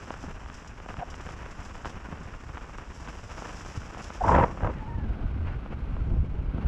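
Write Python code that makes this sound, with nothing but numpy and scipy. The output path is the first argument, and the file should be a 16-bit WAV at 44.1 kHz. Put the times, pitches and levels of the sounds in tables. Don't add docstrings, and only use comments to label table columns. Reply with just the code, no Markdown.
import sys
import numpy as np
from scipy import signal
from scipy.fft import rfft, irfft
from scipy.io import wavfile
from scipy.ndimage import uniform_filter1d

SR = 44100
rng = np.random.default_rng(int(sys.argv[2]) if len(sys.argv) > 2 else 0)


def transcribe(signal):
    frames = np.atleast_2d(signal).T
    limited = np.clip(frames, -1, 1)
    pcm = np.round(limited * 32767).astype(np.int16)
    wavfile.write(sys.argv[1], SR, pcm)


N = 294147
T = np.arange(N) / SR
PAD_RELEASE_S = 0.003

# (frequency [Hz], level [dB])
SPRAY_SPECTRUM = [(1500, -28), (3000, -3), (4300, -12), (5100, -2), (5700, -1), (6400, -5.5), (7400, -5.5),
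                  (8000, -11), (8600, -23), (10200, -22), (12500, -33), (14000, -44)]
# (frequency [Hz], width [Hz], gain [dB])
ROTOR_MODES = [(503, 60, 0), (684, 35, 4), (762, 71, 1), (819, 67, 7), (860, 46, 6), (969, 46, 6),
               (1039, 28, 6.5), (1086, 46, 6.5), (1148, 57, 4.5), (1297, 117, -1.5), (1490, 90, -2),
               (1614, 116, -5.5), (1770, 220, -7), (2740, 1800, -24.5)]


def undb(db):
    return 10 ** (np.asarray(db) / 20)


def unit(x):
    return x / np.sqrt(np.mean(x ** 2))


def steady(x, span_s):
    return x / np.sqrt(uniform_filter1d(x ** 2, max(int(span_s * SR), 1)) + 1e-12)


def curves(rows):
    times, *columns = np.transpose(rows)
    return [np.interp(T, times, column) for column in columns]


def ramp(start_s, length_s):
    return np.clip((T - start_s) / length_s, 0, 1)


def envelope(start_s, attack_s, hold_s, release_s):
    t = T - start_s
    return np.clip(t / attack_s, 0, 1) * np.exp(-np.maximum(t - attack_s - hold_s, 0) / release_s)


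def walk(rate):
    hold = max(int(SR / rate), 1)
    held = rng.standard_normal(N)[np.arange(N) // hold]
    return unit(uniform_filter1d(uniform_filter1d(held, hold), hold))


def colour(x, spectrum, size=8192):
    hz, db = np.transpose(spectrum)
    bins = np.maximum(np.arange(size // 2 + 1) * SR / size, 1)
    gain = undb(np.interp(np.log(bins), np.log(hz), db))
    cepstrum = irfft(np.log(gain))
    cepstrum[1:size // 2] *= 2
    cepstrum[size // 2 + 1:] = 0
    return signal.fftconvolve(x, irfft(np.exp(rfft(cepstrum))))[:len(x)]


def lowpass(x, hz, order=2):
    return signal.sosfilt(signal.butter(order, hz, fs=SR, output="sos"), x)


def ring(x, modes):
    return sum((-1) ** k * undb(db) * signal.lfilter(*signal.iirpeak(hz, hz / width, SR), x)
               for k, (hz, width, db) in enumerate(modes))


def grains(rate, spread_db):
    happens = rng.random(N) < rate / SR
    size = undb(spread_db * np.minimum(rng.exponential(size=N), 4))
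    return unit(happens * size * rng.choice([-1, 1], N))


def strike(t, decay_s, scatter, scatter_s, swell_s=.0002):
    push = np.exp(-t / decay_s)
    grit = rng.standard_normal(len(t)) * (1 - np.exp(-t / swell_s)) * np.exp(-t / scatter_s)
    return push / np.sqrt(np.sum(push ** 2)) + scatter * grit


def tone(hz, waver, flutter_db):
    phase = 2 * np.pi * np.cumsum(hz * (1 + waver * walk(400))) / SR
    return unit(np.sin(phase) * undb(flutter_db * walk(120)))


def add(out, s, sound):
    i = max(int(s * SR), 0)
    out[i:i + len(sound)] += sound[:N - i]


def tyres():
    # (time [s], relative level [dB])
    rolling = [
        [(0.0, -47.5), (0.4, -49.5), (0.77, -51.5), (1.14, -48.5), (1.55, -49), (2.32, -48), (2.42, -51),
         (2.52, -48), (2.96, -50), (3.12, -47), (3.24, -51), (3.31, -47), (3.44, -43.5), (3.56, -46.5),
         (3.83, -47), (3.92, -47.5), (4.05, -48), (4.19, -49.5)],
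        [(4.78, -48.5), (4.95, -52), (5.15, -49), (5.442, -50.5), (5.572, -50.5), (6.006, -50), (6.198, -53.5),
         (6.432, -52.5), (6.64, -47.5)],
    ]
    # (time [s], hold [s], rise of the crunch [dB])
    scrapes = [(0.11, 0.018, 2.5), (0.29, 0.024, 3), (0.889, 0.028, 7), (0.99, 0.015, 7),
               (1.202, 0.13, 3.5), (1.393, 0.069, 3), (1.605, 0.023, 6.5), (1.849, 0.057, 4),
               (1.935, 0.0069, 2), (1.97, 0.007, 4.5), (2.05, 0.0069, 2), (2.58, 0.015, 1),
               (2.782, 0.015, 2), (3.078, 0.018, 4.5), (3.963, 0.064, 4), (4.146, 0.0087, 5.5),
               (4.573, 0.0059, 0), (5.452, 0.097, 3), (5.472, 0.015, 4), (5.709, 0.024, 5),
               (6.616, 0.02, 1.5)]
    # (time [s], relative level [dB])
    thrown_snow = [(0.0, -60.5), (0.42, -65), (0.6, -64), (0.79, -66.5), (1.3, -64), (1.76, -63.5),
                   (2.04, -66), (2.72, -64.5), (2.85, -66), (2.98, -60), (3.24, -60.5), (3.42, -55.5),
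                   (3.82, -59.5), (3.94, -61.5), (4.1, -60.5), (4.2, -64), (4.26, -54.5), (4.43, -61.5),
                   (4.78, -72.5), (5.18, -84), (6.05, -80), (6.21, -79.5), (6.6, -89)]
    # (time [s], change of the spray [dB])
    clods = [(0.21, 5), (0.55, 5), (0.675, -3), (0.89, 4.5), (1.235, 4), (1.29, 3.5), (1.635, 4.5),
             (1.745, 2.5), (1.86, 6), (2.95, 1.5), (3.565, 3), (3.68, 3.5), (4.025, 9), (4.14, 7),
             (4.289, 4.5)]
    # (frequency [Hz], level [dB])
    loose_spectrum = [(60, -9), (170, 4.5), (330, -1), (600, -4), (1100, -2.5), (1600, -5), (2100, -11),
                      (2750, -12), (3400, -23), (4200, -31.5), (6000, -33), (9000, -50)]
    crust_spectrum = [(200, -9), (600, 3), (1400, -1), (2000, -6), (2800, -7.5), (3600, -25), (5000, -27),
                      (7000, -37), (8500, -51), (14000, -68)]
    # (frequency [Hz], level [dB])
    late_crunch_spectrum = [(100, -1.5), (300, 1), (650, -2), (1100, 0), (1350, 0), (1540, 0), (1730, -9.5),
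                            (2000, -8), (2250, -7.5), (2800, -10.5), (3500, -18), (4200, -21.5),
                            (6000, -31.5), (8500, -41), (11000, -39.5), (14000, -53)]
    crunch_db, = curves(np.vstack(rolling))
    spray_db, = curves(thrown_snow)
    scrape_db = sum(db * envelope(s - .0071, .0071, hold_s, release_s=.0052) for s, hold_s, db in scrapes)
    clod_db = sum(db * envelope(s - .012, .012, hold_s=.025, release_s=.025) for s, db in clods)
    clumps = np.tanh(walk(80))
    loose = steady(colour(grains(2700, 2.6) * undb(3.7 * clumps), loose_spectrum), 0.07)
    smooth = steady(colour(grains(5000, 1.9) * undb(2.0 * clumps), late_crunch_spectrum), 0.057)
    crust = steady(colour(grains(3000, 1.7), crust_spectrum), 0.036)
    crystals = grains(4500, 3.0) * undb(1.3 * clumps + 1.2 * walk(60))
    spray = steady(colour(crystals, SPRAY_SPECTRUM), 0.068)
    early_crunch = undb(2.5 + scrape_db) * loose
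    grinding = np.sqrt(np.maximum(undb(scrape_db) ** 2 - 1, 0))
    late_crunch = smooth + undb(1.5) * grinding * crust
    late_share = ramp(start_s=4.7, length_s=0.13)
    crunch = np.sqrt(1 - late_share) * early_crunch + np.sqrt(late_share) * late_crunch
    return crunch * undb(crunch_db) + spray * undb(spray_db + clod_db + 2)


def wind():
    # (time [s], relative level [dB])
    slow_air = [(0.0, -50), (0.34, -40), (0.63, -46.5), (1.11, -42.5), (4.12, -44), (4.25, -33.5)]
    fast_air = [(4.52, -40.5), (4.6, -39), (4.629, -29.5), (4.76, -38), (5.13, -29), (5.57, -31),
                (5.6, -39.5), (6.251, -22.5), (6.3, -34.5), (6.46, -26.5), (6.59, -42), (6.66, -21.5)]
    # (time [s], hold [s], rise of the flutter [dB])
    gusts = [(4.987, 0.12, 3), (5.18, 0.03, 4), (5.336, 0.11, 0.5), (6.072, 0.1, 4.5), (6.555, 0.081, 6.5)]
    # (frequency [Hz], level [dB])
    buffet_spectrum = [(10, -11), (25, -0.5), (52, 1), (95, -5), (150, -16.5), (250, -45.5), (500, -56.5),
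                       (2000, -78.5), (6000, -130)]
    flutter_spectrum = [(50, -19.5), (130, 3.5), (220, -1), (370, -9), (560, -16), (900, -20.5),
                        (2000, -58.5), (6000, -100)]
    buffet_db, = curves(np.vstack([slow_air, fast_air]))
    gust_db = sum(db * envelope(s - .022, .022, hold_s, release_s=.025) for s, hold_s, db in gusts)
    flutter_gain = ramp(start_s=4.37, length_s=0.2) * undb(-38 + 0.12 * buffet_db + gust_db)
    large = colour(rng.standard_normal(N) * undb(3.3 * walk(35)), buffet_spectrum)
    small = colour(rng.standard_normal(N) * undb(1.9 * walk(60)), flutter_spectrum)
    return steady(large, 0.13) * undb(buffet_db + 1) + steady(small, 0.14) * flutter_gain


def bumps(pitch_loss=0.49, sag_s=0.014):
    # (time [s], level [dB], starting pitch [Hz], decay [cycles at that pitch])
    thumps = [(0.104, -33, 274, 1.1), (0.239, -28, 337, 3.3), (0.28, -30, 215, 1.9), (0.985, -27, 170, 0.9),
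              (2.086, -32, 228, 1.5), (2.125, -27.5, 204, 1.8), (2.207, -34, 228, 3.3),
              (2.499, -29.5, 91, 1), (3.081, -28, 90, 0.73), (3.775, -20, 126, 1.05), (4.631, -20, 90, 1),
              (4.984, -24, 173, 1.1), (5.363, -25.5, 267, 1.5), (6.14, -29, 240, 0.81),
              (6.546, -19, 88, 0.76), (6.585, -22.5, 209, 1.1)]
    out, t = np.zeros(N), T[:4096]
    sag = 1 - pitch_loss * (1 - np.exp(-t / sag_s))
    for s, db, hz, cycles in thumps:
        phase = 2 * np.pi * np.cumsum(hz * sag) / SR
        add(out, s, undb(db) * np.sin(phase) * np.exp(-t * hz / cycles))
    return out


def stones():
    # (time [s], peak [dB], brightness [Hz])
    knocks = [(0.105, -22.5, 780), (0.14, -29.5, 1140), (0.238, -32.5, 497), (0.244, -34, 500),
              (0.283, -33.5, 450), (0.46, -34.5, 1110), (0.5, -33.5, 1510), (0.647, -36.5, 1130),
              (0.801, -34, 1290), (0.861, -30, 503), (0.888, -32.5, 1260), (0.941, -31, 888),
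              (0.969, -32.5, 1500), (1.142, -31.5, 1800), (1.29, -30.5, 1390), (1.461, -30.5, 650),
              (1.753, -31.5, 849), (1.847, -27.5, 1110), (1.856, -23, 1000), (2.087, -37, 450),
              (2.1246, -29.5, 600), (2.13, -33.5, 500), (2.572, -28, 1200), (2.579, -33, 1300),
              (2.784, -28.5, 1010), (3.075, -31.5, 1312), (3.421, -27.5, 550), (3.457, -28.5, 735),
              (3.947, -30.5, 1000), (3.972, -29.5, 584), (4.103, -26, 673), (5.66, -31, 587),
              (5.726, -29.5, 401), (5.966, -30, 476), (6.581, -34, 454)]
    # (frequency [Hz], width [Hz], gain [dB])
    frame_modes = [(321, 820, -13), (602, 270, 3), (964, 1390, 2.5), (1295, 540, 6), (3040, 790, -2.5)]
    out = np.zeros(N)
    for s, db, brightness_hz in knocks:
        blow = strike(T[:4096], decay_s=.00008, scatter=.06, scatter_s=.006)
        knock = lowpass(ring(blow, frame_modes), min(1.23 * brightness_hz, 3400))
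        add(out, s, knock / np.abs(knock).max() * undb(db))
    return out


def grit_ticks():
    # (time [s], peak [dB])
    ticks = [(0.117, -43), (0.223, -47), (0.5416, -41.5), (0.675, -40.5), (0.86, -54), (0.968, -50),
             (1.1018, -38), (1.152, -41.5), (1.209, -42), (1.32, -41.5), (1.511, -42), (1.602, -43),
             (1.65, -41), (1.8536, -41), (1.896, -38.5), (2.086, -52), (2.232, -46), (2.777, -43.5),
             (3.087, -41.5), (3.321, -45), (3.765, -38), (3.98, -41)]
    out = np.zeros(N)
    for s, db in ticks:
        blow = strike(T[:4096], decay_s=.00002, scatter=.17, scatter_s=.012, swell_s=.001)
        tick = colour(blow, SPRAY_SPECTRUM)
        add(out, s, tick / np.abs(tick).max() * undb(db))
    return out


def brake_chirps(skip_cycles=3.6):
    # (time [s], pitch [Hz], level [dB], length [s], roughness [0-1])
    chirps = [(0.978, 696, -38.5, 0.058, 0.38), (1.01, 644, -31.5, 0.016, 0.9),
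              (1.02, 738, -25, 0.023, 0.62), (4.206, 737, -20.5, 0.027, 0.42), (4.236, 926, -18, 0.02, 0.2),
              (4.289, 938, -13.5, 0.018, 0.1), (4.307, 930, -21, 0.017, 0.2), (4.434, 900, -15, 0.018, 0.3)]
    out = np.zeros(N)
    for s, hz, db, length_s, roughness in chirps:
        progress = np.arange(int(length_s * SR)) / (length_s * SR)
        swell = np.sin(np.pi * progress ** 0.65) ** 2
        waver = (.04 + .14 * roughness) * walk(900)[:len(progress)]
        phase = 2 * np.pi * np.cumsum(hz * (1 + waver)) / SR
        skips = 1 - .7 * roughness * np.sin(phase / skip_cycles / 2) ** 2
        overtone = roughness * undb(-13) * np.sin(2 * phase)
        add(out, s, undb(db) * swell * skips * (np.sin(phase) + overtone))
    return out


def brake_judder(slip_hz=135, jitter=.25, scatter_db=4.0, rasp=0.34, rasp_s=0.0075, ease_db_per_s=39):
    # (time [s], build-up [s], hold [s], level [dB], shudder relative to rotor [dB])
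    grabs = [(4.206, 0.15, 0.089, -22.5, 3.5), (4.593, 0.06, 0.059, -39, 7.5)]
    # (frequency [Hz], level [dB])
    shudder_spectrum = [(15, -18.5), (40, -4.5), (78, 8), (120, -1.5), (220, -4.5), (340, -7), (500, -4.5),
                        (1200, -28), (2000, -30.5), (3000, -40), (4200, -45), (9000, -81)]
    gaps, strengths = rng.standard_normal((2000, 2)).T
    times = np.cumsum(np.exp(jitter * gaps) / slip_hz)
    heard = times < T[-1]
    slips = np.zeros(N)
    slips[(times[heard] * SR).astype(int)] = undb(scatter_db * strengths[heard])
    sliding = signal.lfilter([1], [1, -np.exp(-1 / (rasp_s * SR))], slips)
    force = slips + rasp * sliding * rng.standard_normal(N)
    rotor = steady(lowpass(ring(force, ROTOR_MODES), 3500, order=3), 0.031)
    lurch = steady(undb(2.5 * np.tanh(walk(170))), 0.03)
    shudder = steady(colour(force, shudder_spectrum), 0.016)
    out = np.zeros(N)
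    for s, build_s, hold_s, db, shudder_db in grabs:
        grip = envelope(s, build_s, hold_s, PAD_RELEASE_S)
        drag = undb(-9) * envelope(s, build_s, hold_s, release_s=0.05)
        ease_db = ease_db_per_s * hold_s * ramp(s + build_s, hold_s)
        out += undb(db - ease_db) * np.maximum(grip, drag) * lurch * (rotor + undb(shudder_db) * shudder)
    return out


def brake_honk():
    note = steady(tone(hz=927, waver=.047, flutter_db=7), .04)
    grip = envelope(start_s=4.24, attack_s=0.025, hold_s=0.158, release_s=PAD_RELEASE_S)
    return undb(-28) * grip * note


def brake_jolts(ring_db=-8.5):
    # (time [s], level [dB])
    hard_slips = [(4.281, -13.5), (4.341, -18), (4.351, -8), (4.363, -9.5), (4.381, -11), (4.387, -15),
                  (4.398, -12.5), (4.409, -21), (4.438, -14), (4.574, -28.5), (4.607, -26), (4.616, -29),
                  (4.634, -20), (4.646, -18.5), (4.666, -24), (4.673, -18), (4.691, -36)]
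    # (frequency [Hz], level [dB])
    slip_spectrum = [(150, -22), (330, -12), (560, -2), (1000, -1.5), (1800, -11), (2800, -26),
                     (3400, -30.5), (4200, -50), (8000, -69)]
    out = np.zeros(N)
    for s, db in hard_slips:
        force = strike(T[:8192], decay_s=.00005, scatter=.22, scatter_s=.003)
        stroke = unit(colour(force, slip_spectrum)) + undb(ring_db) * unit(ring(force, ROTOR_MODES))
        add(out, s, stroke / np.abs(stroke).max() * undb(db))
    return lowpass(out, 4200)


def brake_song(fade_s=0.02):
    # (time [s], low note [Hz], high note [Hz], low level [dB], high level [dB])
    notes = [(4.735, 865, 2030, -57, -62), (4.785, 879, 1860, -56, -60), (4.83, 872.5, 1660, -46, -59),
             (4.855, 847, 1760, -53, -69), (4.893, 928, 1860, -40.5, -59), (4.917, 933, 1765, -47, -63),
             (4.95, 937, 1835, -51, -60), (4.975, 895, 1745, -53, -61), (5.015, 872, 1755, -54, -59),
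             (5.049, 752, 1590, -69, -54), (5.075, 730, 1460, -57, -65), (5.205, 753, 1600, -58, -61),
             (5.3, 622, 1440, -66, -70)]
    low_hz, high_hz, low_db, high_db = curves(notes)
    start_s, end_s = notes[0][0], notes[-1][0]
    touching = envelope(start_s, fade_s, end_s - start_s, fade_s)
    rough = ramp(start_s=5.03, length_s=0.06)
    high = undb(high_db) * tone(high_hz, waver=.019 + .03 * rough, flutter_db=2.5)
    low = undb(low_db) * tone(low_hz, waver=.027 + .015 * rough, flutter_db=2.2)
    return touching * (low + high)


def scene():
    trail = tyres() + stones() + grit_ticks() + bumps()
    brake = brake_judder() + brake_jolts() + brake_honk() + brake_song() + brake_chirps()
    return (trail + brake + wind())[None]


def record(dry, ceiling=.7, top_hz=14200):
    rounded = ceiling * np.tanh(dry / ceiling)
    return signal.sosfilt(signal.ellip(8, .2, 70, top_hz, fs=SR, output="sos"), rounded)


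dry = scene()
out = record(dry)
transcribe(out)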